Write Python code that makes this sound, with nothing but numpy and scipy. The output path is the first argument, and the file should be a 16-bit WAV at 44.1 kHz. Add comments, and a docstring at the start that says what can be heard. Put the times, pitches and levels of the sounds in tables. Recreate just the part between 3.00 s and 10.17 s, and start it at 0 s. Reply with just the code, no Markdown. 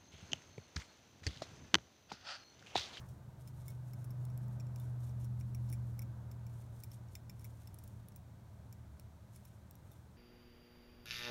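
"""A low hum over a soft rumble, like a distant engine going by: it swells, sinks in pitch, then fades as it creeps up.
Drones are wavering sines; rumble, roar and hiss are shaped noise. A hand's grip shifts in one dull brush at the start.
Up close, thin steel needles knit wool: yarn is pulled along the steel in short strokes of rustling noise.
The needles tap, some rebound, and noise bursts excite their bending modes: square contacts ring, glancing ones
give a dry tick. A loosely held needle rings on as a dying sine, and a short room tail follows."""
import sys
import numpy as np
from scipy import signal
from scipy.fft import rfft, irfft, next_fast_len
from scipy.io import wavfile
from scipy.ndimage import map_coordinates

SR = 44100
rng = np.random.default_rng(int(sys.argv[2]) if len(sys.argv) > 2 else 0)


def wav_out(sig):
    """Save sig, one row per channel (or a flat mono array), as 16-bit PCM at SR to the path in sys.argv[1]."""
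    wavfile.write(sys.argv[1], SR, np.round(np.clip(np.atleast_2d(sig).T, -1, 1) * 32767).astype(np.int16))


N = 316197  # samples, about 7.17 s


def amp(db):
    """Amplitude factor of a level in dB."""
    return 10 ** (np.asarray(db) / 20)


def unit(x):
    """x at rms 1."""
    return x / np.sqrt(np.mean(x ** 2) + 1e-30)


def curves(rows):
    """One value per sample for each column after the time."""
    knots_s, *columns = np.transpose(rows)
    t = np.arange(N) / SR
    return [np.interp(t, knots_s, column) for column in columns]


def wobble(rate):
    """A smooth random curve, rate knots a second."""
    knots = rng.standard_normal(int(N * rate / SR) + 4)
    return map_coordinates(knots, [np.arange(N) * rate / SR])


def filtered(x, response):
    """x times a complex response of frequency."""
    m = next_fast_len(len(x) + 2048)  # zero padding leaves space for the filter's tail
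    hz = np.fft.rfftfreq(m, 1 / SR)
    return irfft(rfft(x, m) * response(hz), m)[:len(x)]


def coloured(x, spectrum):
    """x shaped by (Hz, dB) points, at rms 1."""
    points_hz, points_db = np.transpose(spectrum)

    def colour(hz):
        return amp(np.interp(np.log(hz + 1), np.log(points_hz), points_db))

    return unit(filtered(x, colour))


def noise(spectrum):
    """Steady noise of that colour, at rms 1."""
    return coloured(rng.standard_normal(N), spectrum)


# colour of the faint even hiss: frequency_hz, density_db (per Hz, relative)
HISS_COLOUR = [(300, 1), (2000, 6), (2800, 1), (4000, 2.5), (4900, -2), (6000, 0), (9400, -3.5),
               (10500, -7.5), (12000, -3.5), (15700, -8)]


def hiss():
    """Steady shaped noise at the bottom of the mix."""
    return amp(-76.0) * noise(HISS_COLOUR)


def off_table(x, delay_s=0.00322, echo_db=-15):
    """Room sound arrives once more off the table top, which ripples its spectrum."""
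    return filtered(x, lambda hz: 1 + amp(echo_db) * np.exp(-2j * np.pi * hz * delay_s))


# colour of the distant rumble: frequency_hz, density_db (per Hz, relative)
RUMBLE_COLOUR = [(15, -47.5), (29, -23.5), (42, -7), (55, -10.5), (67, -6.5), (85, -1), (102, 4), (135, -3),
                 (165, -6), (200, -7.5), (225, -15.5), (330, -27.5), (500, -53)]
# colour of the soft roar above it: frequency_hz, density_db (per Hz, relative)
ROAR_COLOUR = [(120, -9), (260, 4), (340, 2), (440, 1), (660, 0.5), (950, -2), (1300, -7.5), (1550, -8),
               (1850, -17.5), (2800, -33), (6000, -35.5)]
# level of the distant noise: time_s, rumble_db, roar_db
DISTANT_LEVELS = [(0, -53.5, -65.5), (.45, -57, -67), (1.3, -52, -63), (1.8, -56.5, -63.5),
                  (2.55, -50, -66.5), (3.15, -54, -63.5), (3.8, -56.5, -66.5), (4.8, -56, -68),
                  (5.9, -57.5, -68.5), (6.7, -59.5, -68.3), (7.17, -60, -69.3)]


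def distant_noise():
    """A bed of low rumble and soft roar; the roar wavers slightly and is reflected by the table."""
    rumble_db, roar_db = curves(DISTANT_LEVELS)
    rumble = amp(rumble_db) * noise(RUMBLE_COLOUR)
    roar = amp(roar_db + 0.4 * wobble(8)) * unit(off_table(noise(ROAR_COLOUR)))
    return rumble + roar


def tone(hz, waver_db, drift_hz):
    """A sine of rms 1 that wavers in level and pitch on its long way through the air."""
    phase = 2 * np.pi * np.cumsum(hz + drift_hz * wobble(9)) / SR
    return unit(np.sin(phase) * amp(waver_db * wobble(14)))


# drones that come and go by themselves: time_s, low_db, middle_db, high_db
FREE_DRONE_LEVELS = [(0, -58, -72, -73), (.3, -63, -60.5, -73), (1.15, -61, -59, -77), (1.5, -59, -55, -56),
                     (2, -57, -68, -67.5), (2.4, -52.5, -69, -57), (3.3, -57.5, -84, -65),
                     (3.85, -64, -85, -74), (4.7, -58, -90, -69.5), (5.5, -63, -87, -71.5),
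                     (6, -56.5, -93, -72.5), (6.5, -68, -80, -71), (7.17, -60, -84, -77)]


def free_drones():
    """Three wavering sines, each with its own level curve."""
    low_db, middle_db, high_db = curves(FREE_DRONE_LEVELS)
    low = amp(low_db) * tone(77.34, waver_db=1.5, drift_hz=2.52)
    middle = amp(middle_db) * tone(149, waver_db=1.5, drift_hz=0.99)
    high = amp(high_db) * tone(203.1, waver_db=0.3, drift_hz=1.77)
    return low + middle + high


# the engine's main note: time_s, pitch_hz
HUM_PITCH = [(0, 126), (1, 123.6), (2, 122), (3, 119.2), (4, 116.7), (5, 112.5), (5.7, 114.4),
             (7.17, 121.9)]
# the engine's strength, before a 2 dB trim of the main note: time_s, level_db
HUM_LEVEL = [(0, -48.5), (.2, -56), (.6, -48), (1.1, -42), (1.2, -39), (1.4, -40.5), (2.9, -39),
             (3.27, -47.5), (3.42, -43.5), (3.75, -48.5), (4.25, -52.5), (4.5, -50.5), (4.95, -53.5),
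             (5.15, -59.5), (5.7, -57), (6.3, -64.5), (7.17, -60)]
# drones that rise and sink with the main note's level: pitch_hz, level_db (at the engine's loudest),
# follow_db_per_db (of the main note), waver_db (random both ways, so its sign is free), drift_hz
FOLLOWING_DRONES = [(58.8, -67.5, 0.35, -2.5, 1.5), (309.5, -75, 2, 1, 2)]


def engine_hum():
    """A main note that glides in pitch, with weaker drones that follow its level."""
    pitch_hz, = curves(HUM_PITCH)
    hum_db, = curves(HUM_LEVEL)
    fade_db = hum_db - hum_db.max()
    out = amp(hum_db - 2.0) * tone(pitch_hz, waver_db=0.7, drift_hz=.43)
    for hz, db, follow, waver_db, drift_hz in FOLLOWING_DRONES:
        out += amp(db + follow * fade_db) * tone(hz, waver_db, drift_hz)
    return out


def scuff(start_s=0.0021, length_s=0.09, db=-65):
    """A hand shifts its grip with one soft, dull brush: a quick swell and a slower fall of noise."""
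    progress = np.clip((np.arange(N) / SR - start_s) / length_s, 0, 1)
    swell = np.sin(np.pi * np.sqrt(progress))
    # frequency_hz, density_db (per Hz, relative)
    return amp(db) * swell * noise([(300, -12), (1100, 3), (1800, -4), (2600, -18), (8000, -32)])


# the needles' bending modes: frequency_hz, width_hz, level_db, grip_share (of the grip shift, 0-1)
NEEDLE_MODES = [(2290, 110, 5, 0.16), (3570, 54, -9.5, 0.11), (5470, 150, 4, 0.88),
                (6020, 710, -11.5, 0.94), (7256, 110, -1.5, 0.16), (9170, 88, -9.5, 0.14),
                (9780, 130, -4.5, .2), (12380, 490, -8, 0.3), (14450, 290, -12, 0.26),
                (15560, 140, -4, 0.3)]


def steel(hz, grip_hz, scatter_hz):
    """Response of the needles; the grip and the changing point of support shift their modes."""
    response = 0
    for mode_hz, width_hz, db, share in NEEDLE_MODES:
        f = mode_hz + share * grip_hz + scatter_hz * rng.standard_normal()
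        damping = 1j * hz * width_hz
        response = response + amp(db) * damping / (f * f - hz * hz + damping)
    return response


# pulls of yarn along the needles: peak_s, length_s, level_db (at the peak)
YARN_STROKES = [(0, 0.033, -69.5), (0.098, 0.1, -74), (.41, 0.033, -71), (0.478, 0.059, -72),
                (0.588, .08, -69.5), (.695, 0.12, -70.5), (.885, 0.087, -74.5), (1, .06, -72.5),
                (1.225, .08, -76), (1.438, .04, -75), (1.533, 0.055, -75), (1.8, 0.074, -71.5),
                (1.87, .07, -72.5), (2.05, 0.14, -71), (2.222, 0.059, -68.5), (2.402, 0.036, -70.5),
                (2.489, .04, -77), (2.695, 0.22, -75.5), (2.899, .14, -76), (3.543, 0.11, -73.5),
                (3.62, 0.079, -74.5), (3.787, 0.15, -73), (3.934, 0.049, -67.5), (4.14, 0.071, -71),
                (4.453, 0.14, -72), (4.616, .15, -73.5), (4.864, 0.28, -77.5), (5.979, 0.055, -80),
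                (6.355, .08, -72), (6.464, 0.22, -78), (6.922, 0.17, -76.5)]


def sliding():
    """How hard the yarn rubs: each pull speeds up and slows down again."""
    rise_share, edge_db, shape = 0.46, 8, 1.6  # part spent speeding up, drop at the ends, roundness of the top
    t = np.arange(N) / SR
    power = np.full(N, amp(-88) ** 2)  # the wool never lies quite still
    for peak_s, length_s, db in YARN_STROKES:
        near = np.abs(t - peak_s) < 2 * length_s
        u = (t[near] - peak_s) / length_s
        away = np.maximum(-u / rise_share, u / (1 - rise_share))  # 0 at the peak, 1 at the ends
        power[near] += amp(db - edge_db * away ** shape) ** 2
    return np.sqrt(power)


# colour of the rubbing wool: frequency_hz, density_db (per Hz, relative)
WOOL_COLOUR = [(800, -35), (2200, -5.5), (3500, 1.5), (4900, -2), (5500, 1), (7000, 4), (7600, 0.5),
               (9200, 6), (10000, 2), (10500, -8), (11000, 3), (12200, 0), (13500, 2), (15600, -9.5)]


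def yarn(catch_db=1.0, ring_db=-12, snag_db=-6, snags_per_s=160):
    """Fibres catch and slip in a fine rustle, which faintly rings the needles; some snag with a tiny tick."""
    fibres = rng.standard_normal(N) * amp(catch_db * wobble(700) + 2.3 * wobble(90))
    snags = unit((rng.random(N) < snags_per_s / SR) * rng.standard_normal(N))
    rustle = filtered(fibres + amp(snag_db) * snags, lambda hz: 1 + amp(ring_db) * steel(hz, 0, 0))
    return sliding() * coloured(rustle, WOOL_COLOUR)


# a loosely held needle rings on after a tap: start_s, pitch_hz, peak_db, t60_s
LOOSE_RINGS = [(.682, 2190, -60.5, 0.12), (.682, 3570, -67, 0.072), (.682, 5230, -67, .045),
               (1.7995, 3580, -66.5, 0.069), (2.9925, 5324, -65, .049), (4.1535, 2080, -54, .035),
               (4.445, 2100, -62, .04), (4.674, 5380, -66, .07), (5.9975, 4324, -64, 0.013),
               (6.916, 3600, -70, 0.07)]


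def pings():
    """A needle that the fingers do not damp keeps its modes sounding as dying sines."""
    t = np.arange(SR // 8) / SR
    out = np.zeros(N + len(t))
    for start_s, hz, db, t60_s in LOOSE_RINGS:
        out[int(start_s * SR):][:len(t)] += amp(db - 60 * t / t60_s) * np.sin(2 * np.pi * hz * t)
    return out[:N]


# needle contacts: start_s, level_db (middle register, as if its energy filled 5 ms),
# top_db (top register relative to the middle), glancing (0 square - 1 glancing), chatter_t60_s,
# favoured_hz (strongest upper ring), grip_hz (shift of the modes), rebound (amplitude share, 0-1)
NEEDLE_TAPS = [(0.0872, -69.5, 0, 0.5, .026, 15400, 220, 0),
               (.4752, -62.5, -1, 0.24, 0.011, 15330, -110, .5),
               (0.6818, -58.5, 5.5, 0.45, 0.0047, 15100, -100, .35),
               (0.703, -68, 7, 0.4, .025, 15000, -40, 0), (.934, -63, 1, .1, 0.011, 12100, -70, 0.4),
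               (1.0434, -65.5, 5.5, 0.3, 0.026, 9690, 140, 0.05),
               (1.106, -65.5, 3, .25, 0.018, 12300, -90, .4), (1.252, -65.5, 3.5, 1, 0.0037, 8700, -20, 0),
               (1.3005, -70, -3, 0.3, .026, 9780, 0, 0.07), (1.3762, -67, 9, .95, .0057, 12200, -20, 0),
               (1.4818, -74, 5, .3, .012, 12380, 190, 0), (1.599, -59.5, -9, 0.22, 0.022, 9480, 60, 0.83),
               (1.6679, -70, -6, .3, .012, 9070, 120, 0), (1.76, -59.5, -4, 0.3, 0.0074, 10000, 143, 0.06),
               (1.799, -72, 11, .6, .012, 12380, -170, 0), (2.0933, -67.5, -8, .25, 0.033, 8460, 130, 0),
               (2.246, -66.5, 2, 1, .0043, 9020, 150, 0.6), (2.4098, -63, -6, 0.02, 0.016, 9970, 170, 0),
               (2.5475, -56.5, -2, 0.22, 0.023, 9730, 130, 0), (2.69, -67, -12, 0.8, .02, 11930, -80, 0),
               (2.6996, -64, 4.5, .45, 0.02, 10210, 60, 0), (2.7166, -67, 3, 0.33, .026, 9800, 290, 0),
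               (2.7265, -58, 5, 0, 0.02, 9600, 90, .55), (2.7368, -63.5, -1, 0, 0.051, 9500, 70, 0.02),
               (2.9922, -56, 4.5, 0, 0.0097, 11940, -150, 0), (3.019, -60.5, 2.5, 0, .022, 12870, 150, 0.6),
               (3.314, -62.5, 0, 0.25, .028, 12200, -90, 0.02),
               (3.4658, -65, -2, 0.12, 0.02, 12420, 240, 0.01),
               (3.8021, -69.5, 5, .8, 0.012, 14730, 144, 0.29),
               (3.8363, -56.5, 5.5, 0.16, .014, 12360, 0, 0.36),
               (3.9162, -61.5, 0, .6, 0.021, 12550, 50, 0), (4.0855, -71, -12, .4, .014, 15350, 170, 0.01),
               (4.153, -51, -2, 0.06, 0.014, 14450, 0, 0.1),
               (4.2963, -55.5, -3.5, .12, 0.015, 12400, 38, 0.22),
               (4.3943, -67, 1, 0.56, 0.016, 9090, -100, 0), (4.409, -74, 5, 0, 0.019, 9860, 220, .9),
               (4.444, -61.5, 5.5, 0, 0.023, 12000, 150, 0.67),
               (4.6733, -61.5, 0, 0.32, 0.019, 11830, -130, 0),
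               (4.743, -69, 11.5, 0.83, 0.011, 9900, 100, 0.05),
               (4.787, -64.5, 5.5, 0.8, 0.018, 9200, 240, 0), (4.8374, -69.5, 10, .85, 0.028, 12640, 52, 0),
               (4.8766, -68.5, 7, 0.82, .011, 15570, 110, 0),
               (5.0854, -68.5, 9.5, .95, 0.0046, 11370, 110, 0),
               (5.1205, -72, -4, .15, 0.016, 15300, 190, 0.05),
               (5.161, -65, 9, 0.48, .015, 15600, 200, 0.24), (5.7264, -62, 1, 0.2, 0.014, 12400, 40, 0.12),
               (5.9969, -62.5, 2, 0.89, 0.0058, 8880, 140, 0), (6.3607, -65.5, 6, 0.13, .013, 10050, 73, 0),
               (6.452, -65.5, 3.5, 0.34, .027, 11980, 180, 0), (6.71, -67, 8.5, 1, .0048, 13740, 100, 0.02),
               (6.754, -70, 6, .7, 0.004, 12560, 340, 0.04), (6.9158, -72.5, 8, .35, .023, 12360, 110, .5)]


def contacts():
    """Every tap, and its weaker second landing 6.3 ms later if it bounces."""
    for start_s, db, *manner, rebound in NEEDLE_TAPS:
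        yield start_s, db, *manner
        if rebound > 0:
            yield start_s + .0063, db + 20 * np.log10(rebound), *manner


def taps(snap_db=16.0, scatter_hz=50, favour_db=6, favour_width_hz=330):
    """Each contact is a snap and a dying chatter of steel on steel; where it lands decides which modes ring."""
    edges_hz = [(1850, 2650), (2900, 8500), (8500, 15700)]  # lowest mode, middle, top
    registers = [signal.butter(3, edges, 'band', fs=SR, output='sos') for edges in edges_hz]
    t = np.arange(SR // 20) / SR
    out = np.zeros(N + len(t))
    for start_s, db, top_db, glancing, t60_s, favoured_hz, grip_hz in contacts():
        # a square blow reaches the lowest mode, a glancing one is mostly dry crack
        low_db = np.interp(glancing, [0, 1], [-2.5, -22.5])
        crack_db = np.interp(glancing, [0, 1], [-22, 1.5])
        chatter = rng.standard_normal(len(t)) * amp(-60 * t / t60_s) * (1 - np.exp(-t / 0.00034))
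        snap = amp(snap_db) * (t == 0)  # a single-sample impulse
        ring = filtered(chatter + snap, lambda hz: steel(hz, grip_hz, scatter_hz))

        def favour(hz):
            """The contact point drives one upper mode harder than the rest."""
            return 1 + amp(favour_db) / (1 + 2j * (hz - favoured_hz) / favour_width_hz)

        click = filtered(ring + amp(crack_db) * chatter, favour)
        for band, level_db in zip(registers, [low_db, 0, top_db]):
            # same energy as rms 1 held for 5 ms
            part = unit(signal.sosfilt(band, click)) * np.sqrt(.005 * SR / len(t))
            out[int(start_s * SR):][:len(t)] += amp(db + level_db) * part
    return out[:N]


def room(x, wet_db=-16, t60_s=0.13):
    """The table and the near walls answer with a short faint tail."""
    t = np.arange(SR // 4) / SR
    tail = rng.standard_normal(len(t)) * amp(-60 * t / t60_s) * (1 - np.exp(-t / 0.0012))
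    return x + amp(wet_db) * signal.fftconvolve(x, tail / np.linalg.norm(tail))[:N]


def scene():
    """Hiss and a distant engine behind, needles and yarn up close."""
    background = hiss() + distant_noise() + free_drones() + engine_hum()
    needles = room(pings() + taps())
    return (background + scuff() + yarn() + needles)[None]


def record(dry):
    """The recorder keeps nothing above its band limit of 15950 Hz."""
    return np.array([filtered(x, lambda hz: hz < 15950) for x in dry])


dry = scene()
out = record(dry)
wav_out(out)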